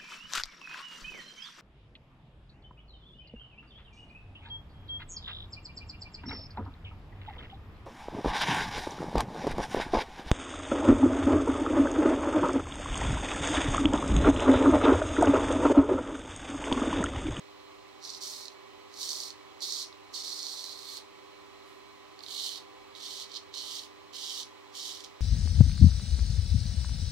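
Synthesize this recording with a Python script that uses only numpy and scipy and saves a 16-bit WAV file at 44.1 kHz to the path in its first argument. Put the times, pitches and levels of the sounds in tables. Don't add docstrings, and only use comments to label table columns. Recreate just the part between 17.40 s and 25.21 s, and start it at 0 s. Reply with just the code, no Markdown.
import sys
import numpy as np
from scipy import signal
from scipy.fft import rfft, irfft, next_fast_len
from scipy.io import wavfile

SR = 44100
rng = np.random.default_rng(int(sys.argv[2]) if len(sys.argv) > 2 else 0)


def undo_db(level):
    steps = np.asarray(level, float) / 20
    return 10 ** steps


def inscribe(sig):
    pcm = np.round(np.clip(np.atleast_2d(sig).T, -1, 1) * 32767)
    wavfile.write(sys.argv[1], SR, pcm.astype(np.int16))


N = 344344


def rms_one(x):
    return x / np.sqrt(np.mean(x ** 2) + 1e-20)


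def at_hz(table, hz):
    table_hz, *columns = np.transpose(table)
    return np.array([np.interp(np.log(hz), np.log(table_hz), column) for column in columns])


def drift(rate_hz):
    pole = np.exp(-80 * np.pi * rate_hz / SR)
    noise = rng.standard_normal(N // 40 + 2002)
    slow = signal.lfilter([1], [1, -2 * pole, pole * pole], noise)[2000:]
    return np.interp(np.arange(N) / 40, np.arange(len(slow)), rms_one(slow))


# start_s, rise_s, hold_s, arrival_level_db, level_before_lifting_db
STROKES = [(0.593, 0.051, 0.13, -43.5, -49.5), (0.778, 0.041, 0.24, -43, -47),
           (1.098, .02, 0.024, -57, -70), (1.491, 0.12, 0.063, -37.5, -36.5),
           (1.663, 0.023, .2, -37, -42.5), (2.192, 0.029, 0.21, -35.5, -37),
           (2.716, 0.03, 0.073, -37.5, -40), (2.793, 0.051, 0.48, -38, -40), (3.289, 0.026, 0.26, -47, -41),
           (4.23, .03, .13, -70, -77), (4.816, 0.011, .04, -50, -54), (4.791, .12, 0.17, -40, -34),
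           (4.997, 0.04, 0.14, -36.5, -43), (5.531, 0.024, 0.11, -51.5, -41),
           (5.632, 0.035, 0.12, -43, -42.5), (5.764, 0.037, 0.034, -39.5, -42.5),
           (5.84, .13, .015, -36, -50), (6.116, 0.028, .24, -40.5, -42.5), (6.37, .03, .055, -49.5, -56.5),
           (6.718, 0.014, 0.034, -52.5, -41.5), (6.75, 0.031, 0.23, -44, -42),
           (7.314, 0.038, 0.13, -46, -42.5), (7.456, 0.034, .125, -42.5, -55.5),
           (7.625, .016, .004, -49, -52)]


def stroke_pressure(t):
    swell_db, lift_db_per_s = 32, 387
    start, rise, hold, first_db, last_db = np.transpose(STROKES)[:, :, None]
    since_arrival = t - start - rise
    lift_db = lift_db_per_s * np.maximum(since_arrival - hold, 0)
    level_db = first_db + (last_db - first_db) * np.clip(since_arrival / hold, 0, 1)
    level_db += swell_db * np.minimum(since_arrival / rise, 0) - lift_db
    strongest = level_db.argmax(axis=0)[None]
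    return level_db.max(axis=0), np.take_along_axis(lift_db, strongest, axis=0)[0]


# time_s, low_ring_db, upper_ring_db, top_db
GRIP = [(0.7, -20, -0.5, -17.5), (0.86, -10, 1, -7.5), (1.07, -20, -5, -15), (1.62, -15, -2.5, -11.5),
        (2.24, -19, -4.5, -17), (2.76, -14, -3, -16), (3.0, -21, -4.5, -17.5), (3.3, -22, -10, -17),
        (3.56, -12, -9.5, -13.5), (4.3, -10, -12, -2), (4.98, -7.5, -9.5, -16), (5.6, -3, -5.5, -16.5),
        (5.8, -5, -4.5, -14), (5.96, -7.5, -9, -23.5), (6.16, -5.5, -8, -18.5), (6.38, -0.5, -1, -10.5),
        (6.76, 0, -1, -12), (7.5, -0.5, 1, -11)]


def blade_grip(t):
    time_s, *columns = np.transpose(GRIP)
    return [np.interp(t, time_s, column) for column in columns]


def fine_hairs():
    hairs_per_s, uneven_db = 3400, 2.8
    cut = rng.random(N) < hairs_per_s * undo_db(1.5 * drift(40)) / SR
    size_db = uneven_db * np.minimum(rng.exponential(1, N), 3)
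    return rms_one(cut * undo_db(size_db))


# time_s, peak_db, brightness_db
SNAPS = [(0.65, -26.5, -14), (0.693, -25, -6), (0.748, -25, -9), (1.055, -26.5, 0), (1.0817, -22.5, -4),
         (1.5406, -37, 4), (1.5733, -35, 4), (1.6302, -17.5, -2), (1.6905, -22, 4), (1.7048, -22, 3),
         (1.7178, -21.5, 4), (1.8024, -26, 8), (1.8344, -21.5, 1.5), (1.9042, -23.5, -7), (2.2061, -34, 7),
         (2.3233, -20, 6.5), (2.527, -30.5, -25), (3.067, -19, -5), (3.39, -27.5, 6), (3.57, -23.5, 2),
         (4.7911, -31, 0), (4.806, -29.5, -9), (4.8362, -26.5, -7), (4.863, -24, -11), (4.884, -23.5, 0),
         (5.5508, -30, -9), (6.1398, -27, 1), (6.4355, -31, -14), (7.6052, -33.5, -1), (7.646, -30, -1)]


def thick_hairs(level_db):
    random_per_s, above_rasp_db = 16, 13
    when, peak_db, bright_db = np.transpose(SNAPS)
    others = np.flatnonzero(rng.random(N) < random_per_s / SR)
    size, colour = rng.standard_normal((2, len(others)))
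    at = np.r_[np.round(when * SR).astype(int), others]
    peak_db = np.r_[peak_db, level_db[others] + above_rasp_db + 3.0 * size]
    return at, peak_db, np.r_[bright_db, 4.0 * colour]


def blade_ring(level_db, lag_s):
    cepstrum = irfft(np.log(undo_db(level_db)))
    half = cepstrum.shape[1] // 2
    cepstrum[:, 1:half] *= 2
    cepstrum[:, half + 1:] = 0
    delay = np.exp(-1j * np.outer(lag_s, np.linspace(0, np.pi * SR, half + 1)))
    return irfft(np.exp(rfft(cepstrum)) * delay)[:, :half // 2]


def bathroom(x, wet_db):
    fade_60db_s, build_up_s = 0.2, 0.0019
    t = np.arange(int(.5 * SR)) / SR
    tail = rng.standard_normal((2, len(t))) * undo_db(-60 * t / fade_60db_s) * np.clip(t / build_up_s, 0, 1)
    tail = tail / np.sqrt(np.sum(tail ** 2, axis=1, keepdims=True))
    echoes = signal.fftconvolve(x, tail, axes=1)[:, :N]
    return x + undo_db(np.array(wet_db))[:, None] * echoes


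# pitch_hz, left_db, right_db
EDGE = [(2600, -86, -84), (3067, -87.5, -74), (3600, -85.5, -71), (4290, -72.5, -64.5), (4850, -78.5, -72),
        (5560, -74.5, -75.5), (6700, -82, -79.5), (8330, -85.5, -86), (10040, -87.5, -90),
        (11100, -101, -93), (11700, -102.1, -89.5), (12600, -104.9, -90.5), (14600, -107.9, -95.5)]
BLADE_ZONES_HZ = [3080, 4230, 5600, 7020, 11800]
FOAM_HISS = [.5, .42, .42, .55, 1.0]


def razor():
    t = np.arange(N) / SR
    low_db, upper_db, top_db = blade_grip(t)
    level_db, lift_db = [np.interp(t, t[::16], column) for column in stroke_pressure(t[::16])]
    top_db = top_db - lift_db
    hairs = fine_hairs()
    at, peak_db, bright_db = thick_hairs(level_db)

    snap_low_db = low_db[at] - 3
    snap_upper_db = upper_db[at] - 7 + bright_db
    stroke_db = [low_db + 9.5, 0, upper_db + 7, (upper_db + top_db) / 2 + 12.5, top_db + 19.0]
    snap_db = [snap_low_db + 10, 0, snap_upper_db + 14, snap_upper_db + 13.0, snap_upper_db / 2 - 1.5]
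    tear_s, tear_db = [0, .0007, .0016], [-3, -5, -8]

    hz = np.maximum(np.linspace(0, SR / 2, 1025), 20)
    edge_db = at_hz(EDGE, hz) - 90 * np.log2(np.clip(2900 / hz, 1, 2))
    shadow_lag_s, port_likeness = .00003, .7
    share = np.sign(rng.random(N) - .5) * undo_db(2.2 * rng.standard_normal(N))
    upright = rng.random(N) < (1 + port_likeness) / 2
    share = np.array([np.where(upright, share, -share), share])
    foam = rng.standard_normal((2, N))
    wander_db = [0.5 * drift(5) for _ in FOAM_HISS]

    out = np.zeros((2, N))
    for k, hiss in enumerate(FOAM_HISS):
        shift = 9973 * k
        grain = hairs * np.roll(share, shift, axis=1) + hiss * np.roll(foam, shift, axis=1)
        strikes = grain * undo_db(level_db + stroke_db[k] + wander_db[k]) / np.hypot(1, hiss)
        for lag_s, step_db in zip(tear_s, tear_db):
            lag = (lag_s * SR * rng.uniform(.7, 1.3, len(at))).astype(int)
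            step = np.minimum(at + lag, N - 1)
            snap = undo_db(peak_db + 9.5 + step_db + snap_db[k])
            strikes[:, step] += (-1) ** k * snap * undo_db([[-4.0], [0]])
        weight = np.interp(np.log(hz), np.log(BLADE_ZONES_HZ), np.arange(len(FOAM_HISS)) == k)
        zone_db = edge_db + [[76], [79]] + 10 * np.log10(weight + 0.0023)
        out += signal.oaconvolve(strikes, blade_ring(zone_db, [shadow_lag_s, 0]), axes=1)[:, :N]
    return bathroom(out, wet_db=[0.0, -10.0])


# pitch_hz, left_db, right_db, left_lead_rad, waver_db
TONES = [
    (100.2, -70, -68, 2.49, .4),
    (200.3, -75.4, -74, -2.93, .6),
    (300.5, -64.8, -69.6, -1.39, 1.5),
    (400.7, -66.7, -55.9, -2.19, .7),
    (254, -79.6, -72.7, -1.57, 1.5),
    (508, -64.1, -64.5, -2.47, 1.5),
    (762, -74.1, -73.8, -1.34, 2.5),
    (1016, -65.4, -65.9, .31, 1.6),
    (1270, -77.3, -69.5, .23, 2.5),
]


def fan_tones():
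    t, out = np.arange(N) / SR, np.zeros((2, N))
    for hz, left_db, right_db, lead, waver_db in TONES:
        phase = 2 * np.pi * (hz * t + rng.random())
        height = np.sqrt(2) * (1 + waver_db / 8.7 * drift(3.0))
        out[0] += height * undo_db(left_db) * np.sin(phase + lead)
        out[1] += height * undo_db(right_db) * np.sin(phase)
    return out


# pitch_hz, left_db_per_hz, right_db_per_hz, likeness_0_to_1
AIR = [(42, -98, -100.7, 0.79), (90.5, -94.5, -93.5, 0.63), (181, -94, -90.5, 0.85),
       (306, -88, -87.5, 0.61), (435, -87.5, -87.5, 0.95), (680, -92.5, -86.5, 0.63),
       (1098, -85.5, -85.5, 0.68), (1430, -95.5, -92.5, 0.32), (2217, -94.5, -89, 0.25),
       (4400, -100.1, -94, 0.9), (4800, -99.0, -100.2, 0.2), (7780, -107.2, -106.6, 0),
       (11340, -118.9, -118.4, 0), (14200, -113.8, -112.9, 0.2)]
# pitch_hz, lead_rad
LEAD = [(0, 1.5), (260, 3.5), (1890, 7.5), (2330, 8.5), (2840, 17), (3880, 17.5), (4740, 17), (5510, 17.5),
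        (10200, 14.5), (11500, 13), (13400, 5), (15800, -8)]
# pitch_hz, width_hz, left_db,
# right_db
ROOM_MODES = [(45.4, 6.2, 6, 11), (82.3, 3.7, 14, 10), (169.2, 14, 9.5, 6.5), (252.8, 4.4, -4.5, -1.5),
              (321.8, 26, 7, -2), (378.4, 18, 0, 7.5), (381, 6, -0.5, 11), (605.6, 6.4, 5, 9.5),
              (662, 6, 0, 5), (785, 5.9, 9.5, 10), (862, 28, 6, 5), (1098, 14, 1, 5), (1142, 30, 5, 4),
              (1167, 33, -1.5, 7), (1964, 140, 4, 3), (2251, 46, 4, 7), (3030, 52, 7.5, 5),
              (3360, 16, 2, 9), (4080, 380, 0, 5), (5220, 160, 3.5, 3), (9000, 4200, 0.5, 0.5)]


def fan_air():
    size = next_fast_len(N)
    hz = np.maximum(np.arange(size // 2 + 1) * SR / size, 1)
    left_db, right_db, alike = at_hz(AIR, hz)
    level_db = np.array([left_db, right_db]) - 40 * np.log2(np.maximum(38 / hz, 1))
    for mode_hz, width_hz, *boost_db in ROOM_MODES:
        level_db += np.outer(boost_db, 1 / (1 + (2 * (hz - mode_hz) / width_hz) ** 4))
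    shared, own = rfft(rng.standard_normal((2, size)))
    alike = np.clip(alike, 0, 1)
    lead = np.interp(hz, *np.transpose(LEAD))
    left = alike * shared * np.exp(1j * lead) + np.sqrt(1 - alike ** 2) * own
    air = irfft(undo_db(level_db) * np.array([left, shared]), size)[:, :N] * np.sqrt(SR / 2)
    return air * undo_db(0.22 * drift(0.4))


def scene():
    return razor() + undo_db(0.5) * fan_tones() + fan_air()


def roll_off(x):
    return signal.sosfilt(signal.butter(12, 16200, fs=SR, output="sos"), x)


def record(dry):
    top_cut = signal.ellip(12, .5, 60, 15780, fs=SR, output="sos")
    mix = signal.sosfilt(top_cut, dry)
    return roll_off(mix)


dry = scene()
out = record(dry)
inscribe(out)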